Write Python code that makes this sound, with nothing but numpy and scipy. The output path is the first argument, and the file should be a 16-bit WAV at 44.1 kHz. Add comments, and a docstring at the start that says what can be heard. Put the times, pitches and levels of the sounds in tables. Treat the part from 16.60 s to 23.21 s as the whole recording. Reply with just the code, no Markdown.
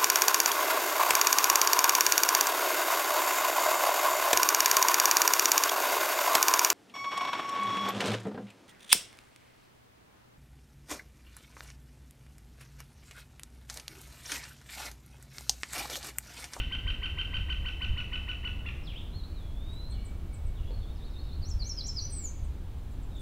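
"""Hawk and songbirds in a wood

A hawk calls fourteen rapid 'kek' notes, harmonic stacks shaped by its throat. Then songbirds whistle,
tick and sing in almost pure tones, near and far; twigs tick and a stick knocks in the nest.
Trunks and leaves scatter every call. Light wind rumbles at the microphone over a faint hiss,
and a mains-hum filter leaves a fine 60 Hz flutter behind the hawk's notes."""
import sys
import numpy as np
from scipy import signal
from scipy.fft import rfft, irfft, next_fast_len
from scipy.io import wavfile
from scipy.ndimage import uniform_filter1d

SR = 44100
rng = np.random.default_rng(int(sys.argv[2]) if len(sys.argv) > 2 else 0)


def transcribe(signal):
    """Save signal, clipped to [-1, 1], as a 16-bit WAV file at the path in sys.argv[1]."""
    frames = np.atleast_2d(signal).T
    limited = np.clip(frames, -1, 1)
    pcm = np.round(limited * 32767).astype(np.int16)
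    wavfile.write(sys.argv[1], SR, pcm)


N = 291501
TIME = np.arange(N) / SR


def from_db(db):
    return 10 ** (np.asarray(db) / 20)


def unit(x):
    return x / np.sqrt(np.mean(x ** 2) + 1e-20)


def on_log_axis(points, hz):
    """Interpolates a table over log frequency."""
    f, value = np.transpose(points)
    return np.interp(np.log(hz + 1), np.log(f + 1), value)


def add(track, s, sound):
    """Mixes a sound in at time s."""
    start = round(s * SR)
    sound = sound[max(-start, 0):]
    part = track[max(start, 0):][:len(sound)]
    part += sound[:len(part)]


def wander(size, hz):
    """Smooth random motion, rms about 1, up to about hz."""
    f = np.fft.rfftfreq(2 * next_fast_len(size // 2 + SR // 10, True), 1 / SR)
    white = rfft(rng.standard_normal(2 * len(f) - 2))
    return unit(irfft(white * np.exp(-(f / hz) ** 2)))[:size]


def noise(spectrum):
    """Steady shaped noise, rms 1."""
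    size = 2 * next_fast_len(N // 2 + 1)
    gain = from_db(on_log_axis(spectrum, np.fft.rfftfreq(size, 1 / SR)))
    return unit(irfft(rfft(rng.standard_normal(size)) * gain)[:N])


def woods(x, near_db, near_t60_s, far_db, bright_db=0):
    """Direct sound, quick scatter off nearby trunks, long tail with its treble raised by bright_db."""
    # tail decay: f/Hz, T60/s
    decay = [(500, 0.31), (1500, 1.0), (3000, 0.77), (5000, 0.73), (8000, 0.47), (14000, 0.1)]
    t = TIME[:SR]
    reflections = rng.standard_normal((2, SR)) * (rng.random((2, SR)) < 2500 / SR)
    near, far = reflections * (1 - np.exp(-(t / .003) ** 2))
    near = near * from_db(-60 * t / near_t60_s)
    hz, s, bands = signal.stft(far, SR, nperseg=256)
    bands = bands * from_db(-60 * s / on_log_axis(decay, hz)[:, None])
    far_norm = np.linalg.norm(signal.istft(bands, SR, nperseg=256)[1])
    shelf = from_db(bright_db * np.interp(hz, [4500, 5800], [0, 1]))
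    far = signal.istft(bands * shelf[:, None], SR, nperseg=256)[1][:SR]
    echoes = from_db(near_db) * near / np.linalg.norm(near) + from_db(far_db) * far / far_norm
    return x + signal.fftconvolve(x, echoes)[:len(x)]


def hum_filter(x, feedback, mains_hz=60):
    """Inverted, fading echoes one mains cycle apart notch every mains harmonic."""
    period = round(SR / mains_hz)
    taps = np.zeros(20 * period)
    taps[::period] = np.r_[1, (feedback - 1) * feedback ** np.arange(19)]
    return signal.fftconvolve(x, taps)[:len(x)]


def wind(breeze_db=-37.5, air_db=-48.5):
    """Gusts rumble at the microphone over the steady wash of the wood."""
    # wind puffs: peak t/s, half length/s, level/dB
    gusts = [(0, 0.042, -31), (0.292, 0.033, -30.5), (0.802, 0.022, -30), (.98, 0.092, -34.5),
             (1.305, 0.032, -26), (1.93, 0.1, -38.5), (2.58, 0.018, -35.5), (2.977, 0.073, -37),
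             (3.344, 0.066, -34.5), (3.88, .035, -28.5), (4.04, 0.05, -32), (4.177, .05, -33),
             (4.663, 0.0085, -24.5), (4.802, 0.032, -31), (4.964, 0.058, -29.5), (5.857, 0.048, -32)]
    # noise spectra: f/Hz, relative density/dB
    rumble_spectrum = [(10, -7.5), (25, -2.5), (42, 1), (58, -4), (72, -1.5), (100, -12), (130, -19),
                       (220, -48), (500, -80)]
    air_spectrum = [(40, -1), (120, 2), (200, -2), (320, -7), (500, -14), (800, -17.5), (1300, -22),
                    (2000, -27.5), (3200, -27.5), (4000, -29), (5000, -36), (7000, -38), (10000, -40.5),
                    (15000, -43)]
    rumble = noise(rumble_spectrum)
    rumble /= np.sqrt(uniform_filter1d(rumble ** 2, size=3500))  # only breeze and gusts set its swells
    breeze = from_db(breeze_db + .7 * wander(N, hz=3.3))
    gust_power = sum(from_db(db) ** 2 * np.exp(-((TIME - s) / half_s) ** 2) for s, half_s, db in gusts)
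    air = noise(air_spectrum) * from_db(air_db + .16 * wander(N, hz=11.4))
    return rumble * np.sqrt(breeze ** 2 + gust_power) + hum_filter(air, feedback=.7)


def nest(knock_at_s=4.106, knock_rise_s=.0018, twig_decay_s=.002):
    """The hawk shifts: dry twigs tick, and once a stick knocks dully on wood."""
    # wood knock: f/Hz, level/dB, T60/s
    knock = (485, -40.5, 0.06)
    # twig ticks: t/s, level/dB
    twigs = [(2.921, -62), (3.101, -55), (4.107, -54)]
    # their spectrum: f/Hz, relative density/dB
    twig_spectrum = [(800, -20), (1800, -2), (3200, 3), (5000, -6), (9000, -22)]
    hz, db, t60_s = knock
    out, t = np.zeros(N), TIME[:SR // 4]
    modes = sum(gain * np.sin(2 * np.pi * ratio * hz * t)
                for ratio, gain in [(1, 1), (.9, .62), (1.88, .27)])
    add(out, knock_at_s, modes * np.minimum(t / knock_rise_s, 1) * from_db(db - 60 * t / t60_s))
    for s, db in twigs:
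        add(out, s, noise(twig_spectrum)[:len(t)] * from_db(db) * np.exp(-t / twig_decay_s))
    return woods(out, near_db=-4, near_t60_s=.23, far_db=-18)


def contour(rows):
    """Note drawn through breakpoints: t/s, f/Hz, level/dB."""
    s, *columns = np.transpose(rows)
    t = np.arange(s.min(), s.max(), 1 / SR)
    return [t] + [np.interp(t, s, column) for column in columns]


def slur(s, length_s, from_hz, to_hz, bow_hz, db, swell_db=0, edge_db=-10):
    """Note on a bowed glide, fading toward both ends."""
    t = np.arange(0, length_s, 1 / SR)
    u = t / length_s
    bow = 1 - (2 * u - 1) ** 2
    hz = from_hz + (to_hz - from_hz) * u + bow_hz * bow
    return s + t, hz, db + swell_db * (u - .5) + edge_db * (1 - bow) ** 2


def scoop(s, db, half_s=.052, from_hz=5400, bottom_hz=3690, to_hz=4450):
    """Note that drops in softly and swells as it turns up again."""
    u = np.linspace(-1, 1, round(2 * half_s * SR))
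    hz = bottom_hz + (np.where(u < 0, from_hz, to_hz) - bottom_hz) * u ** 2
    return s + half_s * u, hz, db + 6 * u


def peaked(s, shoulder_hz, peak_hz, width_s, before_db, after_db):
    """Note that climbs to a shoulder, flicks up with a quiver and settles."""
    climb_s, settle_s, settle_tau_s = .048, .046, .014
    from_hz, to_hz, flick_db, edge_db = 5200, 5240, -4.5, -9
    t = np.arange(-climb_s, settle_s, 1 / SR)
    away = np.where(t < 0, -t / climb_s, t / settle_s)
    climb_hz = shoulder_hz + (from_hz - shoulder_hz) * away ** 2
    settle_hz = to_hz + (shoulder_hz - to_hz) * np.exp(-t / settle_tau_s)
    flick = np.exp(-(t / width_s) ** 2)
    quiver = 1 - .16 * abs(wander(len(t), hz=600))
    hz = np.where(t < 0, climb_hz, settle_hz) + (peak_hz - shoulder_hz) * flick * quiver
    db = np.interp(t, [-width_s, width_s], [before_db, after_db])
    return s + t, hz, db + flick_db * flick + edge_db * away ** 4


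def sing(notes, waver, flutter_db, octave_db):
    """Almost pure, trembling tone; its octave grows with pitch and is at octave_db for a 7 kHz note."""
    out = np.zeros(N)
    for t, hz, db in notes:
        phase = 2 * np.pi * np.cumsum(hz * (1 + waver * wander(len(t), hz=215))) / SR
        tone = np.sin(phase) + from_db(octave_db) * (hz / 7000) ** 5 * np.sin(2 * phase)
        fade = np.clip(np.minimum(t - t[0], t[-1] - t) / .002, 0, 1)
        add(out, t[0], np.sqrt(2) * tone * fade * from_db(db + flutter_db * wander(len(t), hz=90)))
    return out


def distant_bird():
    """Level whistles from deep in the wood, arriving mostly scattered."""
    # whistles: t/s, length/s, from f/Hz, to f/Hz, bow/Hz, relative level/dB
    slurs = [(2.704, 0.067, 2420, 2360, 10, -66.5), (3.299, 0.31, 2275, 2280, 4, -67.5),
             (3.66, 0.267, 2258, 2220, -1, -70), (4.97, 0.16, 2350, 2280, -3, -66),
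             (5.299, 0.48, 2273, 2280, -10, -71)]
    song = sing([slur(*row) for row in slurs], waver=.013, flutter_db=4, octave_db=-52)
    return from_db(-8.5) * woods(song, near_db=-14, near_t60_s=.37, far_db=3)


def far_bird():
    """Plain glides and three scoops, blurred by the trees."""
    # glides: t/s, length/s, from f/Hz, to f/Hz, bow/Hz, relative level/dB
    slurs = [(3.949, 0.054, 3810, 2620, 171, -62.5), (4.025, 0.068, 2545, 3360, 283, -64),
             (4.106, .08, 4360, 4270, 8, -63), (4.178, 0.073, 4290, 3190, -100, -63),
             (4.255, 0.052, 3450, 3750, -3, -64), (5.159, 0.06, 2340, 3540, 298, -62.5),
             (6.504, 0.15, 4026, 3400, -200, -62.5)]
    # scoops: bottom t/s, relative level/dB
    scoops = [(4.408, -64), (4.55, -64), (4.687, -62)]
    notes = [slur(*row) for row in slurs] + [scoop(*row) for row in scoops]
    song = sing(notes, waver=.018, flutter_db=3.8, octave_db=-40)
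    return from_db(-3.5) * woods(song, near_db=-3, near_t60_s=.25, far_db=-.5)


def swooping_bird():
    """Two notes that swoop down and up again, at middle distance."""
    # breakpoints, one list a note: t/s, f/Hz, relative level/dB
    swoops = [
        [(2.235, 5500, -63), (2.255, 4990, -63.5), (2.278, 3450, -44), (2.305, 2894, -47.5),
         (2.335, 2120, -61.5), (2.36, 2910, -43.5), (2.388, 3755, -49.5), (2.402, 3220, -53),
         (2.425, 2830, -69)],
        [(3.315, 3750, -58), (3.345, 3040, -67), (3.39, 2820, -62.5), (3.42, 3060, -64)],
    ]
    song = sing(map(contour, swoops), waver=.014, flutter_db=2.5, octave_db=-40)
    return from_db(-2.9) * woods(song, near_db=-4, near_t60_s=.25, far_db=-5)


def whistling_bird():
    """A short arch, then a long drawn whistle."""
    # arch: t/s, length/s, from f/Hz, to f/Hz, bow/Hz, relative level/dB
    arch = (2.526, .096, 3820, 3640, 570, -54)
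    # whistle breakpoints: t/s, f/Hz, relative level/dB
    whistle = [(2.635, 3771, -54), (2.657, 4230, -57), (2.689, 4457, -71), (2.743, 4352, -67),
               (2.779, 3850, -57), (2.823, 3430, -63), (2.907, 3310, -65.5), (3.201, 4022, -51),
               (3.279, 4107, -59.5), (3.36, 4360, -55.5)]
    song = sing([slur(*arch), contour(whistle)], waver=.0029, flutter_db=1.5, octave_db=-40)
    return from_db(-1.8) * woods(song, near_db=-12, near_t60_s=.3, far_db=-8)


def ticking_bird(half_s=.015, fall_per_s=11, edge_db=-17.5):
    """Thin ticks, each a steep downward slide."""
    # tick centres: t/s, f/Hz, level/dB
    ticks = [(3.133, 8170, -63.5), (3.311, 8300, -59), (3.458, 8200, -54.5), (3.745, 8040, -55),
             (3.868, 8200, -62), (5.848, 8300, -61.5), (6.187, 7450, -71), (6.322, 7400, -67),
             (6.434, 7500, -65), (6.568, 7380, -63), (6.605, 8500, -58)]
    t = np.arange(-half_s, half_s, 1 / SR)
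    notes = [(s + t, hz * np.exp(-fall_per_s * t), db + edge_db * abs(t) / half_s)
             for s, hz, db in ticks]
    song = sing(notes, waver=.0034, flutter_db=2, octave_db=-50)
    return woods(song, near_db=-8.5, near_t60_s=.15, far_db=-6)


def near_bird():
    """Falling and peaked notes in turn, closed by a long slide; mostly direct sound."""
    # glides: t/s, length/s, from f/Hz, to f/Hz, bow/Hz, level/dB, swell/dB
    slurs = [(4.814, .036, 4900, 4000, 60, -53, 15), (4.994, .043, 4930, 4020, -30, -43, 7),
             (5.172, .046, 5200, 3780, 270, -41, 2), (5.357, .044, 5230, 4020, 220, -39, 5),
             (5.4, .036, 6300, 5700, -200, -45, 14), (5.437, .026, 6080, 5930, 0, -43, 0)]
    # peaked notes: peak t/s, shoulder f/Hz, peak f/Hz, width/s, level before/dB, level after/dB
    peaks = [(4.896, 6100, 7900, .008, -51, -49.5), (5.087, 6350, 7450, .006, -46, -40),
             (5.277, 5850, 7850, .007, -42.5, -38.5)]
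    # slide breakpoints: t/s, f/Hz, level/dB
    slide = [(5.5, 9170, -57), (5.514, 8500, -51), (5.53, 8080, -46.5), (5.562, 8220, -45),
             (5.592, 7820, -41), (5.622, 7300, -49), (5.652, 7030, -42), (5.682, 6300, -46),
             (5.696, 6280, -51)]
    notes = [slur(*row) for row in slurs] + [peaked(*row) for row in peaks] + [contour(slide)]
    song = sing(notes, waver=.0095, flutter_db=2.5, octave_db=-27.5)
    return woods(song, near_db=-8.5, near_t60_s=.16, far_db=-11.5)


def kek_shape():
    """Pitch creeps up, snaps to the top, holds and sags; in the sag the voice catches, then cracks."""
    lead_s, snap_s, sag_from_s, release_from_s, end_s = .018, .002, .0121, .03, .04
    attack_db_per_s, release_db_per_s = 934, 1890
    catch_s, catch_width_s, catch_db, crack_db = .0228, .0038, -8, 1.8
    t = np.arange(-lead_s, end_s, 1 / SR)
    snap = 1 / (1 + np.exp(-t / snap_s))
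    creep = .67 + 5.1 * t
    sag = (np.maximum(t - sag_from_s, 0) / (end_s - sag_from_s)) ** 2.58
    pitch_ratio = snap + (1 - snap) * creep - .361 * sag
    effort_db = attack_db_per_s * np.minimum(t - 2 * snap_s, 0)
    effort_db -= release_db_per_s * np.maximum(t - release_from_s, 0)
    catch = (t - catch_s) / catch_width_s
    effort_db += catch_db * np.exp(-catch ** 2) + crack_db * np.clip(catch, 0, 1)
    roughness = .04 + .2 * (1 - (2 * snap - 1) ** 2) + .7 * sag
    return t, pitch_ratio, effort_db, roughness


def hawk(overtone_db=-8, dulling_db=-11, air_db=-23, preroll_s=.25):
    """Each kek is a harmonic stack arching through the throat's resonances, rasping as it falls."""
    # keks: t/s, top f/Hz, relative level/dB, throat tension on overtones/dB, period doubling/0-1
    keks = [(-.028, 1536, -32, 6, 0.15), (0.122, 1565, -32, 3.5, 0.07), (.275, 1542, -32.5, 5, 0.03),
            (.431, 1545, -31.5, 1.5, 0), (.585, 1557, -31, 1.5, 0.01), (.741, 1539, -32, 4, 0.03),
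            (0.898, 1524, -32.5, 4.5, 0), (1.059, 1510, -33, 3.5, 0.01), (1.218, 1527, -31.5, 4, 0),
            (1.376, 1483, -33.5, 3.5, .02), (1.53, 1511, -32.5, 2, .02), (1.687, 1489, -33.5, 2, 0),
            (1.848, 1479, -34, 0.5, 0), (2.061, 1383, -37, -1, 0.19)]
    # throat and beak response: f/Hz, gain/dB
    throat = [(600, -42), (1050, -7), (1250, -25.5), (1500, -14), (2000, -3.5), (2250, -7.5), (2600, -4),
              (3100, -2), (3500, -5), (4500, -25), (5700, -32), (6400, -49), (7500, -45), (9000, -43.5),
              (13000, -47)]
    # rushing air: f/Hz, relative density/dB
    breath_spectrum = [(1500, -22), (2500, -5), (3700, 9.5), (4800, -3), (5700, 4), (6500, -13),
                       (9000, -19), (15000, -34)]
    out, air = np.zeros(N + round(preroll_s * SR)), noise(breath_spectrum)
    t, pitch_ratio, effort_db, roughness = kek_shape()
    onset = np.clip(t / .0046, 0, 1)
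    k = np.arange(2, 19)[:, None] / 2  # harmonics, and the period-doubling lines between them
    for s, top_hz, db, tension_db, doubling in keks:
        jitter = .05 * roughness * wander(len(t), hz=640) + .0056 * wander(len(t), hz=128)
        hz = top_hz * pitch_ratio * (1 + jitter)
        phase = 2 * np.pi * np.cumsum(hz) / SR
        share = np.where(k % 1 == 0, 1, (doubling + .55 * roughness) * onset)
        upper_db = overtone_db + tension_db + 1.3 * np.minimum(effort_db, 0) + dulling_db * roughness
        gains = share * from_db(on_log_axis(throat, k * hz) + (k >= 3) * upper_db)
        voice = np.sqrt(2) * (gains * np.sin(k * phase)).sum(0)
        rasp = 1 + .6 * roughness * wander(len(t), hz=880)
        breath = from_db(air_db) * (.21 + roughness) * onset * air[rng.integers(N // 2):][:len(t)]
        envelope = from_db(db + effort_db) * signal.windows.tukey(len(t), .1)
        add(out, preroll_s + s + t[0], (voice * rasp + breath) * envelope)
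    # facing away, it beams its overtones into the trees: a brighter tail
    return woods(out, near_db=-12, near_t60_s=.39, far_db=-8, bright_db=8)


def scene():
    """Mono mix on two channels; the hawk is already calling at t = 0."""
    keks = hum_filter(hawk(), feedback=.64)[-N:]
    songbirds = (near_bird() + ticking_bird() + whistling_bird()
                 + swooping_bird() + far_bird() + distant_bird())
    return np.tile(keks + songbirds + nest() + wind(), (2, 1))


def record(dry, shared_db=-80.5, own_db=-69.5, cutoff_hz=15780):
    """One microphone on both channels; shared and per-channel hiss, then a band limit."""
    # each channel's own hiss: f/Hz, relative density/dB
    hiss_spectrum = [(88, -47), (150, -17), (182, -17), (262, -3.5), (687, 2.5), (1400, -9), (3970, -25),
                     (4460, -8), (15000, -5)]
    shared = from_db(shared_db) * rng.standard_normal(N)
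    own = from_db(own_db) * np.array([noise(hiss_spectrum), noise(hiss_spectrum)])
    lowpass = signal.firwin(1501, cutoff_hz, window=("kaiser", 11), fs=SR)
    return signal.oaconvolve(dry + shared + own, lowpass[None], "same")


dry = scene()
out = record(dry)
transcribe(out)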